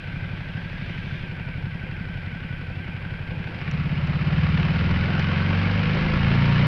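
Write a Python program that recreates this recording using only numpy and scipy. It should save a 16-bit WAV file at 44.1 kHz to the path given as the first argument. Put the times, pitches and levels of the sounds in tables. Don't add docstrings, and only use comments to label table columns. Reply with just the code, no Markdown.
import sys
import numpy as np
from scipy import signal
from scipy.fft import rfft, irfft, next_fast_len
from scipy.io import wavfile
from scipy.ndimage import uniform_filter1d, map_coordinates

SR = 44100
rng = np.random.default_rng(int(sys.argv[2]) if len(sys.argv) > 2 else 0)


def volts(x):
    e = np.asarray(x, float) / 20
    return 10 ** e


def materialize(psi):
    bounded = np.clip(np.atleast_2d(psi).T, -1, 1)
    quanta = np.round(bounded * 32767).astype(np.int16)
    wavfile.write(sys.argv[1], SR, quanta)


N = 294130
TIME = np.arange(N) / SR

# start_s, speed_cycles_per_s
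ENGINE_SPEED = [(0, 11.72), (.479, 12.36), (1.036, 12.13), (1.473, 11.41), (1.743, 11.86), (2.094, 11.4),
                (2.751, 11.33), (3.4, 11.92), (3.712, 16.7), (4.191, 16.89), (4.371, 18.78), (4.659, 18.22),
                (4.75, 19.18), (5.44, 23.2), (5.9, 25.84), (6.43, 28.85), (6.67, 30.2)]
# start_s, load_0_to_1
ENGINE_LOAD = [(3.28, 0.13), (3.68, 0.39), (4.16, 0.55), (4.5, 0.79), (5.6, 0.88), (6.67, 1)]

# pitch_hz, width_hz, level_db
FRONT_PIPE = [(45, 166, -7.5), (123.5, 52, 2), (168.5, 15.7, 9.5), (242, 140, -16)]
REAR_PIPE = [(76, 12, 2), (101, 48.3, 1), (145.8, 25.2, 4.5), (209, 74, -15)]
# order_per_cycle, level_db (under the pops)
FRAME_SHAKE = [(3, -13), (5, -13), (8, -8.5), (12, -14), (14, -9.5)]
# pitch_hz, level_db
SILENCER_RUMBLE = [(32, -40.5), (55, -15), (64, -23.5), (73, -10.5), (86, 0), (151, -5), (215, -10.5),
                   (320, -20.5), (420, -52), (700, -120)]

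# place_in_cycle, level_db
VALVE_TAPS = [(0.048, -8.5), (.36, -7), (0.478, 1.5), (.74, -7.5), (0.86, 4.5)]
# pitch_hz, level_db
CASE_IDLE = [(530, -23), (900, -19), (999, -34.5), (1120, -11), (1220, -16.5), (1370, -7.5), (1450, -10),
             (1500, -3.5), (1810, -9), (2060, -7), (2190, -6), (2400, -4.5), (3170, -17.5), (3600, -22.5),
             (4680, -58), (7920, -120)]
CASE_PULLING = [(530, -33), (900, -16), (1030, -8.5), (1110, -0.5), (1210, -6.5), (1410, 0), (1560, -3.5),
                (1710, -1.5), (1860, -5), (2100, -1), (3080, -7), (3320, -29.5), (3600, -15.5),
                (4680, -45.5), (7920, -120)]
# pitch_hz, level_db
TYRE_HISS = [(1880, -34), (3200, -1), (3480, -7), (4030, -6), (5080, -11), (6280, -27.5), (8160, -58.5),
             (13800, -120)]
GAS_ROAR = [(150, -29.5), (260, -1.5), (301, -8), (375, -3.5), (415, -10.5), (497, -6), (633, -10),
            (1000, -10.5), (1300, -44), (2200, -120)]
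# pitch_hz, level_db
RAP_COLOUR = [(600, -45), (1200, 6.5), (3000, 0.0), (4800, -16.5), (6000, -47.5), (8000, -92)]

# pitch_hz, level_db
WIND_COLOUR = [(8.2, -30.5), (14, -9.5), (38, -8.5), (47, -8.5), (55, -11.5), (72, -40.5), (120, -120)]
# centre_s, extra_db, half_length_s
GUSTS = [
    (0.527, -2, .15),
    (1.96, -3, 0.21),
    (4.413, -2, .2),
    (6.122, 3, 0.21),
]
# pitch_hz, level_db
CAR_TYRES = [(500, -17), (1200, -9), (2200, 1), (3500, -4), (5000, -19.5), (6300, -26), (9000, -80)]

# start_s, peak_db, pitch_hz
JOLTS = [(3.315, -37, 525), (3.39, -37, 372), (3.489, -35, 328), (3.995, -32.5, 567), (4.085, -32, 576),
         (4.1, -39, 360), (4.81, -35.5, 1080), (4.865, -34, 490), (5.29, -38, 556), (5.635, -34, 1150),
         (5.645, -27, 2200), (5.776, -28, 556), (6.306, -24.5, 385), (6.63, -26, 560)]
# order_per_cycle, level_db (at full load)
GEAR_MESH = [(19, -39.5), (20, -43), (32, -40), (33, -42.5)]
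# pitch_hz, width_hz, level_db
TANK_PANELS = [(490, 75, 0), (945, 70, 0)]

# start_s, firing_db, gulp_db
THROTTLE = [(3.549, -23, -32), (3.631, -6, -3), (3.7, -0.3, 4), (4.2, 0.5, 7), (4.4, 1, 9), (4.75, 4.5, 4),
            (5.2, 5, 5.5), (5.88, 7, 8), (5.98, 6, 8), (6.2, 6.5, 8), (6.27, 8.7, 11.5), (6.67, 7, 8.5)]
FIRINGS = (.616, .021)
GULPS = (.226, .832)
# pitch_hz, width_hz, level_db
HOT_PIPES = [
    [(76.7, 6, 21.9), (110.8, 15.8, 23.9), (150.4, 30.5, 30.3), (137.5, 40.4, 17.1)],
    [(78.9, 6, 27), (149.1, 6.5, 20.2), (172.1, 56.7, 25.2), (228, 40, 13)],
]
# pitch_hz, width_hz, level_db
AIRBOX = [
    [(83, 25.4, 22.9), (162.3, 9.3, 19.5), (240, 25.6, 2), (101.4, 8.1, 20.7)],
    [(97.1, 9.1, 26.3), (146, 34.8, 30.2), (158.4, 32.3, 28.4), (181.9, 24, 17.5)],
]
PIPE_SIGNS = [(1, 1, -1, 1), (-1, -1, 1, -1)]
AIRBOX_SIGNS = [(-1, 1, -1, 1), (-1, -1, 1, 1)]

# start_s, peak_db, pitch_hz
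GRIT = [
    (3.713, -29, 2570),
    (4.0711, -43, 2500),
    (4.573, -45, 2533),
    (4.63, -45, 2500),
    (5.194, -32, 3070),
    (5.946, -40, 2530),
    (6.2874, -46, 2590),
]
# pitch_hz, level_db
PREAMP_HISS = [(5000, -32.5), (6500, -3), (10000, -5), (15200, -10), (16000, -93)]


def unit(x):
    return x / np.sqrt(np.mean(x ** 2) + 1e-20)


def curves(rows):
    s, *columns = np.transpose(rows)
    return [np.interp(TIME, s, column) for column in columns]


def by_load(idle_db, gain_db):
    return idle_db + gain_db * curves(ENGINE_LOAD)[0]


def bell(centre_s, half_s):
    return np.exp(-((TIME - centre_s) / half_s) ** 2)


def wobble(rate):
    return map_coordinates(rng.standard_normal(int(N * rate / SR) + 4), [TIME * rate])


def filtered(x, response):
    m = next_fast_len(N + SR // 2)
    return irfft(rfft(x, m) * response(np.fft.rfftfreq(m, 1 / SR)), m)[:N]


def noise(spectrum):
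    f, db = np.transpose(spectrum)
    white = rng.standard_normal(N)
    return unit(filtered(white, lambda hz: volts(np.interp(np.log(hz + 1), np.log(f), db))))


def patchy(x, depth_db):
    z = signal.stft(x, nperseg=512)[2]
    field = uniform_filter1d(rng.standard_normal(z.shape), size=3, axis=0)
    field = uniform_filter1d(field, size=8, axis=1)
    return unit(signal.istft(z * volts(depth_db * unit(field)), nperseg=512)[1][:N])


def ringing(x, modes, signs):
    def response(f):
        total = 0
        for sign, (hz, width, db) in zip(signs, modes):
            damping = 1j * f * width
            total = total + sign * volts(db) * damping / (hz * hz - f * f + damping)
        return total
    return filtered(x, response)


def rounded(x):
    return filtered(x, lambda f: 1 / np.sqrt(1 + (f / 255) ** 10))


def crank():
    return np.cumsum(curves(ENGINE_SPEED)[0]) / SR


def beats(place, jitter, scatter_db):
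    turns = crank()
    luck = rng.standard_normal((int(turns[-1]), 2))
    places = np.arange(len(luck)) + place + jitter * luck[:, 0]
    at = np.interp(places, turns, np.arange(N))
    return np.bincount(at.astype(int), volts(scatter_db * luck[:, 1]), N)


def exhaust():
    front = ringing(beats(.974, jitter=.004, scatter_db=2), FRONT_PIPE, [1, -1, -1, 1])
    rear = ringing(beats(.589, jitter=.004, scatter_db=2), REAR_PIPE, [1, -1, 1, -1])
    pops = unit(rounded(volts(-6.5) * front + rear))
    shake = sum(volts(db) * np.cos(2 * np.pi * (order * crank() + .05)) for order, db in FRAME_SHAKE)
    idle = (pops + shake) * np.interp(TIME, [3.55, 3.7], [1, 0])
    return volts(by_load(-31.3, 5) - 2) * (idle + volts(-9) * noise(SILENCER_RUMBLE))


def mechanics():
    taps = sum(volts(db) * beats(place, jitter=0.01, scatter_db=2) for place, db in VALVE_TAPS)
    t = TIME[:SR // 20]
    flare = signal.fftconvolve(taps, np.exp(-t / 0.0056) - np.exp(-t / 0.00037))[:N]
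    pulling = np.interp(TIME, [3.5, 3.85], [0, 1])
    case = np.sqrt(1 - pulling) * patchy(noise(CASE_IDLE), depth_db=1.5)
    case = case + np.sqrt(pulling) * patchy(noise(CASE_PULLING), depth_db=1.0)
    clatter = volts(by_load(-42, 11.75) - 1.5) * (0.83 + 0.48 * flare) * case
    hiss = volts(by_load(-56, 15.1) - 0.97) * (0.63 + 0.54 * flare) * noise(TYRE_HISS)
    clutch_db = 2.5 * bell(3.42, 0.23)
    roar_db = by_load(-47, 13.2) + clutch_db - 1.2 + 1.3 * wobble(30)
    roar = volts(roar_db) * (0.81 + 0.48 * flare) * noise(GAS_ROAR)
    return clatter + hiss + roar


def whistle():
    speed = curves(ENGINE_SPEED)[0]
    shut_hz = np.minimum(1548 + 75 * (speed - 11.8), 1620)
    pull_hz = 1390 + 36 * (speed - 18.5)
    hz = np.where(TIME < 3.6, shut_hz, pull_hz)
    level_db = np.interp(TIME, [3.38, 3.6, 4.5, 5.15], [-48, -60, -60, -39.5])
    level_db = level_db + np.interp(TIME, [5.45, 5.7], [0, -6.5])
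    warble_hz = 55 * np.sin(2 * np.pi * crank()) + 10 * wobble(12)
    turn = 2 * np.pi * np.cumsum(hz + warble_hz) / SR
    note = (4 + wobble(70)) * np.cos(turn) + wobble(70) * np.sin(turn)
    octave = wobble(120) * np.cos(2 * turn) + wobble(120) * np.sin(2 * turn)
    upper = (1 + wobble(90)) * np.cos(1.56 * turn) + wobble(90) * np.sin(1.7 * turn)
    return volts(level_db) * unit(note + volts(-1.0) * octave + volts(-7.0) * upper)


def knock():
    front = beats(.47, jitter=.004, scatter_db=2)
    rear = beats(.855, jitter=.004, scatter_db=2)
    raps = front + volts(-4) * rear
    t = TIME[:SR // 50]
    burst = signal.fftconvolve(raps, np.exp(-t / .003) - np.exp(-t / .0007))[:N]
    boom = ringing(raps, [(505, 50, 30), (340, 42, 21)], [1, -1])
    labour_db = 5 * bell(4.5, .3)
    level_db = by_load(-42.5, 15.8)
    return volts(level_db) * boom + volts(level_db + labour_db) * burst * noise(RAP_COLOUR)


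def wind():
    gusts_db = sum(db * bell(s, half_s) for s, db, half_s in GUSTS)
    return volts(by_load(-44.5, 7.4) + gusts_db + 0.72 * wobble(9.1)) * noise(WIND_COLOUR)


def car():
    nearest_m, speed_m_per_s, hidden_s = 3.2, 6.3, 0.14
    since_s = TIME - 1.17
    nearness = nearest_m / np.hypot(nearest_m, speed_m_per_s * since_s)
    shadow = np.exp(-np.clip(since_s, 0, None) / hidden_s)
    return volts(-45.5) * nearness * shadow * patchy(noise(CAR_TYRES), depth_db=2.0)


def jolts():
    rise_s, t60_s = 0.0035, 0.062
    out, t = np.zeros(N + SR), TIME[:SR // 8]
    for s, db, hz in JOLTS:
        envelope = volts(db + 3 - 60 * t / t60_s) * (1 - np.exp(-t / rise_s))
        out[round(s * SR):][:len(t)] += envelope * np.sin(2 * np.pi * hz * t)
    turns = crank()
    mesh = sum(volts(db + 2 * wobble(24)) * np.cos(2 * np.pi * order * turns) for order, db in GEAR_MESH)
    singing = ringing(curves(ENGINE_LOAD)[0] ** 3 * mesh, TANK_PANELS, [1, -1])
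    return out[:N] + ringing(singing, TANK_PANELS, [1, -1])


def pulse_drone(level_db, places, bodies, polarities):
    drone = 0
    for place, modes, signs in zip(places, bodies, polarities):
        pulses = beats(place, jitter=.0015, scatter_db=.7)
        pulses = volts(level_db) * (TIME > THROTTLE[0][0]) * pulses
        drone = drone + ringing(pulses, modes, signs)
    return drone


def intake():
    firing_db, gulp_db = curves(THROTTLE)
    pipes = pulse_drone(firing_db, FIRINGS, HOT_PIPES, PIPE_SIGNS)
    airbox = pulse_drone(gulp_db, GULPS, AIRBOX, AIRBOX_SIGNS)
    return volts(0.67) * rounded(pipes + airbox)


def grit():
    out, t = np.zeros(N), TIME[:SR // 50]
    for s, db, hz in GRIT:
        ring = 2.5 * np.sin(2 * np.pi * hz * t) + .35 * np.sin(2 * np.pi * 5700 * t)
        crack = .6 * rng.standard_normal(len(t))
        out[round(s * SR):][:len(t)] += volts(db + 1 - 60 * t / .012) * (ring + crack)
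    return filtered(out, lambda f: (f / 2500) ** 2 / (1 + (f / 2500) ** 2))


def scene():
    engine = exhaust() + mechanics() + whistle() + knock() + intake()
    surroundings = wind() + car() + jolts() + grit()
    return (engine + surroundings)[None]


def roll_off(x):
    return signal.sosfilt(signal.butter(12, 15250, fs=SR, output="sos"), x)


def record(dry):
    muffled = filtered(dry[0], lambda f: 1 / np.sqrt(1 + (f / 6300) ** 16))
    hiss = volts(-79) * noise(PREAMP_HISS)
    whine_db = -86 - 1 + 2 * wobble(30)
    whine = volts(whine_db) * np.sin(2 * np.pi * 10520 * TIME)
    return roll_off((muffled + hiss + whine)[None])


dry = scene()
out = record(dry)
materialize(out)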